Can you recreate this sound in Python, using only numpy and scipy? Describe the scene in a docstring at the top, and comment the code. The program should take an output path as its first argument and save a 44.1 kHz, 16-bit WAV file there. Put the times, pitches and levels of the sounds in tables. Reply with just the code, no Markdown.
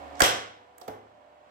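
"""A low hum and a rush of air, as from fans, fill a small live room, a little right of the microphone.
A solenoid on a wooden panel fires: the plunger kicks, then slams into its stop and thumps the board.
Panel and metalwork ring on with the room, and the hum and air sit lower after the clack.
Two faint ticks follow, and the plunger drops back with a dull knock."""
import sys
import numpy as np
from scipy import signal
from scipy.io import wavfile

SR = 44100
rng = np.random.default_rng(int(sys.argv[2]) if len(sys.argv) > 2 else 0)


def wrap_up_sound(samples):
    """Save the sound to the file named by the first command line argument, as 16-bit audio."""
    columns = np.atleast_2d(samples).T
    # keep every value between -1 and 1, then stretch to whole-number steps
    tamed = np.clip(columns, -1, 1)
    steps = np.round(tamed * 32767).astype(np.int16)
    wavfile.write(sys.argv[1], SR, steps)


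N = 66150
TIME = np.arange(N) / SR
LEFT_LAG_S, PANEL_PAN_DB = .00041, -.5   # sound reaches the left of the microphone later

# The blows that set panel and room ringing, in seconds: the slam, then the release.
BLOW_TIMES = [0.2195, 0.881]
# How long the room rings. Each row: frequency in Hz, seconds to fall 60 dB.
ROOM_DECAY = [(100, .7), (600, 0.57), (2000, 0.55), (5000, 0.46), (8000, 0.37), (14000, 0.23)]


def from_db(db):
    """Decibels to gain."""
    return np.exp(np.asarray(db) * np.log(10) / 20)


def pan(db):
    """Left and right gains for a level difference; negative is to the right."""
    return from_db(np.array([[db], [-db]]) / 2)


def at_hz(points, hz):
    """Read a table on a log-frequency axis."""
    f, value = np.transpose(points)
    return np.interp(np.log(hz), np.log(f), value)


def rms_one(x):
    """Scale to rms 1."""
    return x / np.sqrt(np.mean(x ** 2) + 1e-20)


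def since(s):
    """Time since a moment, zero before it."""
    return np.maximum(TIME - s, 0)


def ring(s, hz, t60, phase=0):
    """A mode struck at s seconds, falling 60 dB in t60 seconds."""
    t = since(s)
    return (t > 0) * np.sin(2 * np.pi * hz * t + phase) * from_db(-60 * t / t60)


def delayed(x, s):
    """Shift steady noise later in time."""
    return np.roll(x, int(round(s * SR)), axis=-1)


def reflected(x, delays_s=(.0027, .0047, .0073), gain=.12):
    """Reflections off nearby surfaces leave fine peaks and gaps in the spectrum."""
    return x + sum(gain * (-1) ** k * delayed(x, s) for k, s in enumerate(delays_s))


def noise_bands():
    """Bands of stereo noise, finer in the treble, with unit power per octave, as (Hz, noise)."""
    # How alike the microphone's two sides are. Each row: frequency in Hz, correlation.
    likeness = [(60, .85), (250, 0.93), (600, 0.19), (1500, 0.35), (12000, 0.15)]
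    edges = np.concatenate([np.geomspace(28, 3000, 19)[:-1], np.geomspace(3000, 17000, 14)])
    white = reflected(rng.standard_normal((2, 2, N + SR // 4)))
    for k, (low, high) in enumerate(zip(edges, edges[1:])):
        band = signal.butter(2, [low, high], "band", fs=SR, output="sos")
        mid, side = signal.sosfilt(band, white[k % 2])[:, -N - 100:]
        hz = np.sqrt(low * high)
        alike = at_hz(likeness, hz)
        left, right = np.sqrt(1 + alike) * mid + np.sqrt(1 - alike) * side * [[1], [-1]]
        stereo = np.array([delayed(left, LEFT_LAG_S), right])[:, -N:]
        yield hz, rms_one(stereo) * np.sqrt(np.log2(high / low))


def air():
    """A soft rush, as from fans, right of centre and loudest before the clack."""
    # The colour of the rush. Each row: frequency in Hz, base level per octave in dB.
    spectrum = [(30, -104), (70, -86.5), (150, -79.5), (300, -69.5), (500, -65.5), (750, -54.5),
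                (1200, -64), (2200, -68.5), (3400, -72.5), (4500, -78.5), (8000, -83.5), (10500, -83.5),
                (15000, -92.5)]
    # Its rise and fall. Each row: time in seconds, dB added to the base level.
    contour = [(0, 13), (.2, 12), (.4, -8), (.55, 0.5), (.75, 0.5), (1.1, -0.5), (1.42, -0.5), (1.5, 2)]
    rush = sum(from_db(at_hz(spectrum, hz)) * noise for hz, noise in noise_bands())
    return rush * pan(-3.5) * from_db(np.interp(TIME, *np.transpose(contour)))


def hum(waver_hz=5.3):
    """Wavering tones, right of centre, sink after the clack; one comes well up after the release."""
    # The hum's tones. Each row: frequency in Hz, level in dB before the clack, between the strokes
    # and after the release, depth of waver as a share.
    tones = [(73.6, -57.5, -78.5, -78.5, 0.18), (283.3, -55, -78, -76.5, 0.39), (491, -65, -67.5, -74, .4),
             (558, -52.5, -82, -79, .18), (597, -68.5, -82.5, -61.5, .15), (628, -62.5, -75, -71.5, 0.25),
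             (727, -52, -70, -72, .3)]
    # Start and end of the first change of level, then of the second, in seconds.
    fade_times = [.3, .56, 1.0, 1.15]
    out = np.zeros((2, N))
    slow = signal.butter(2, waver_hz, fs=SR, output="sos")
    for hz, before_db, between_db, after_db, waver in tones:
        drift = rms_one(signal.sosfilt(slow, rng.standard_normal((2, 2, N + SR // 2)))[..., -N:])
        steady = np.exp(2j * np.pi * (hz * TIME + rng.random()))
        tone = np.real((1 + waver * (drift[0] + 1j * drift[1])) * steady)
        level_db = np.interp(TIME, fade_times, [before_db, between_db, between_db, after_db])
        out += rms_one(tone) * from_db(level_db)
    return out * pan(-3.5)


def contacts(room_delay_s=.014, room_build_s=.002):
    """Each contact shakes the mount's dense, damped modes, treble first; the room adds a diffuse tail."""
    # The mechanism's contacts. 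Each row: start in seconds, swell time at 1 kHz in seconds,
    # left minus right in dB, room send in dB, then a level in dB at each of level_hz.
    hits = [ (0.152, 0.0042, -8, 8.5, -70.5, -60, -62.5, -65, -66, -54, -59, -89),
            (0.1938, 0.0029, -15, -5, -62, -63, -49.5, -44.5, -47, -53, -45.5, -45),
            (0.2036, 0.0031, -10.5, -2, -47.5, -34, -20, -16, -27.5, -26.5, -21, -29.5),
            (0.2184, 0.0027, -0.5, 0, -42, -32, -22.5, -26.5, -18, -13, -17, -18),
            (0.7805, 0.0031, -4.5, -3.5, -97.5, -83.5, -67, -57, -62, -68.5, -49.5, -49.5),
            (0.8126, 0.0045, -6.5, -3, -80, -55, -43, -58, -64, -48.5, -57, -54),
            (0.8785, 0.0047, -6, -4, -52.5, -40.5, -34.5, -44, -50, -47.5, -51.5, -43.5)]
    # The frequencies of those levels, in Hz.
    level_hz = [140, 300, 700, 1500, 2400, 4400, 8000, 14000]
    # The room's colour. Each row: frequency in Hz, dB added to the room send.
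    room_colour = [(60, -9), (140, -5), (300, -3), (600, -0.5), (1000, -5), (1500, -1), (2300, -7),
                   (3300, -2), (4500, -16.5), (5700, -4.5), (7000, -12.5), (8300, -7.5), (12300, -5.5),
                   (15000, -16.5)]
    swell_slope = .25   # low bending waves build up and die later
    shape = .94   # higher stops a contact more abruptly
    out = np.zeros((2, N))
    for hz, noise in noise_bands():
        power = np.zeros((2, N))
        bass_rolloff = min(1, hz / level_hz[0])
        for s, swell_s, pan_db, send_db, *levels in hits:
            gain = from_db(np.interp(np.log(hz), np.log(level_hz), levels)) * bass_rolloff
            band_swell_s = swell_s * (hz / 1000) ** -swell_slope
            age = np.minimum(since(s) / band_swell_s, 20)
            direct = age * np.exp((1 - age ** shape) / shape)
            late = since(s + room_delay_s)
            tail_db = send_db + at_hz(room_colour, hz) - 60 * late / at_hz(ROOM_DECAY, hz)
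            tail = (1 - np.exp(-late / room_build_s)) * from_db(tail_db)
            power += (gain * direct * pan(pan_db)) ** 2 + (gain * tail * pan(-1)) ** 2
        out += noise * np.sqrt(power)
    return out


def frame_knock(peak_s=.2098, width_s=.0025):
    """The plunger's kick knocks the frame: a few tones swell and die while it travels."""
    # The frame's tones. Each row: frequency in Hz, peak level in dB.
    modes = [(760, -15.5), (1160, -19), (1630, -14), (2000, -21.5)]
    t = TIME - peak_s - np.array([[LEFT_LAG_S], [0]])
    tones = sum(from_db(db) * np.sin(2 * np.pi * (hz * t + rng.random())) for hz, db in modes)
    return tones * np.exp(-.5 * (t / width_s) ** 2) * pan(.5)


def room_boom_and_panel(build_s=.0056):
    """A low room boom near 105 Hz and the panel's modes build up and ring after each blow."""
    # One room mode, then the modes of the panel and its fittings. 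Each row: frequency in Hz,
    # seconds to fall 60 dB, level in dB at the slam and at the release.
    modes = [(105, .8, -41, -51), (232.2, 0.51, -45.5, -50.5), (357, .4, -38.5, -66),
             (435, 0.32, -33.5, -38.5), (482.2, .55, -30.5, -58.5), (597, 0.55, -36.5, -59),
             (687, 0.46, -34.5, -51), (761, 0.32, -36, -54), (844, .4, -36, -40),
             (1017, 0.63, -44.5, -55.5), (1380, 0.54, -36, -69), (1534, 0.598, -29, -60),
             (1973, .5, -30.5, -71.5), (2052, 0.61, -33, -59), (2796, .45, -36, -86),
             (3135, 0.37, -34.5, -71), (5715, .3, -27.5, -76.5)]
    out = np.zeros((2, N))
    for hz, t60, *levels in modes:
        phase = -2 * np.pi * hz * np.array([[LEFT_LAG_S], [0]])
        for s, db in zip(BLOW_TIMES, levels):
            build = 1 - np.exp(-since(s) / build_s)
            out += from_db(db) * build * ring(s, hz, t60, phase)
    return out * pan(PANEL_PAN_DB)


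def metalwork(count=60, low_hz=1120.6, high_hz=9014, tilt_db_per_octave=-1.5):
    """The slam rings many thin modes of frame and spring, which die away with the room."""
    out = np.zeros((2, N))
    for place, left, right in rng.random(size=(count, 3)):
        hz = low_hz * (high_hz / low_hz) ** place
        gain = from_db(-42 + tilt_db_per_octave * np.log2(hz / low_hz))
        phase = 2 * np.pi * np.array([[left], [right]])
        out += gain * ring(BLOW_TIMES[0], hz, at_hz(ROOM_DECAY, hz), phase)
    return out


def thump():
    """The board heaves once under the slam, with a short low boom off to the right."""
    # The heave at the microphone, left then right. Each row: peak time in seconds,
    # frequency in Hz, width in cycles, level in dB.
    pulses = [(0.2247, 320, 0.29, -11), (0.2223, 276, .38, -10)]
    heave = np.zeros((2, N))
    for side, (s, hz, width, db) in enumerate(pulses):
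        cycles = (TIME - s) * hz
        heave[side] = from_db(db) * np.cos(2 * np.pi * cycles) * np.exp(-.5 * (cycles / width) ** 2)
    boom = from_db(-25) * ring(s=.2215, hz=62, t60=.062)
    return heave + boom * pan(-12.5)


def tick_ring():
    """The panel answers the second tick with one short woody tone."""
    return from_db(-47) * ring(s=.818, hz=729, t60=.35) * pan(PANEL_PAN_DB)


def scene():
    """The solenoid and its panel over the room's air and hum, as they reach the microphone."""
    background = air() + hum()
    return background + contacts() + frame_knock() + room_boom_and_panel() + metalwork() + thump() + tick_ring()


def record(dry, low_cut_hz=33, top_hz=16000, ceiling=1.5):
    """The microphone loses deep bass and colours the treble; loud peaks are rounded and the top is cut."""
    # The microphone's treble peak and dip. Each row: frequency in Hz, gain in dB, Q.
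    mic_colour = [(8350, 5.5, 6.1), (9870, -12, 3)]
    sound = signal.sosfilt(signal.butter(2, low_cut_hz, "high", fs=SR, output="sos"), dry)
    for hz, db, q in mic_colour:
        band = signal.lfilter(*signal.iirpeak(hz, q, fs=SR), sound)
        sound = sound + (from_db(db) - 1) * band
    rounded = ceiling * np.tanh(sound / ceiling)
    return signal.sosfilt(signal.ellip(10, .3, 70, top_hz, fs=SR, output="sos"), rounded)


dry = scene()
out = record(dry)
wrap_up_sound(out)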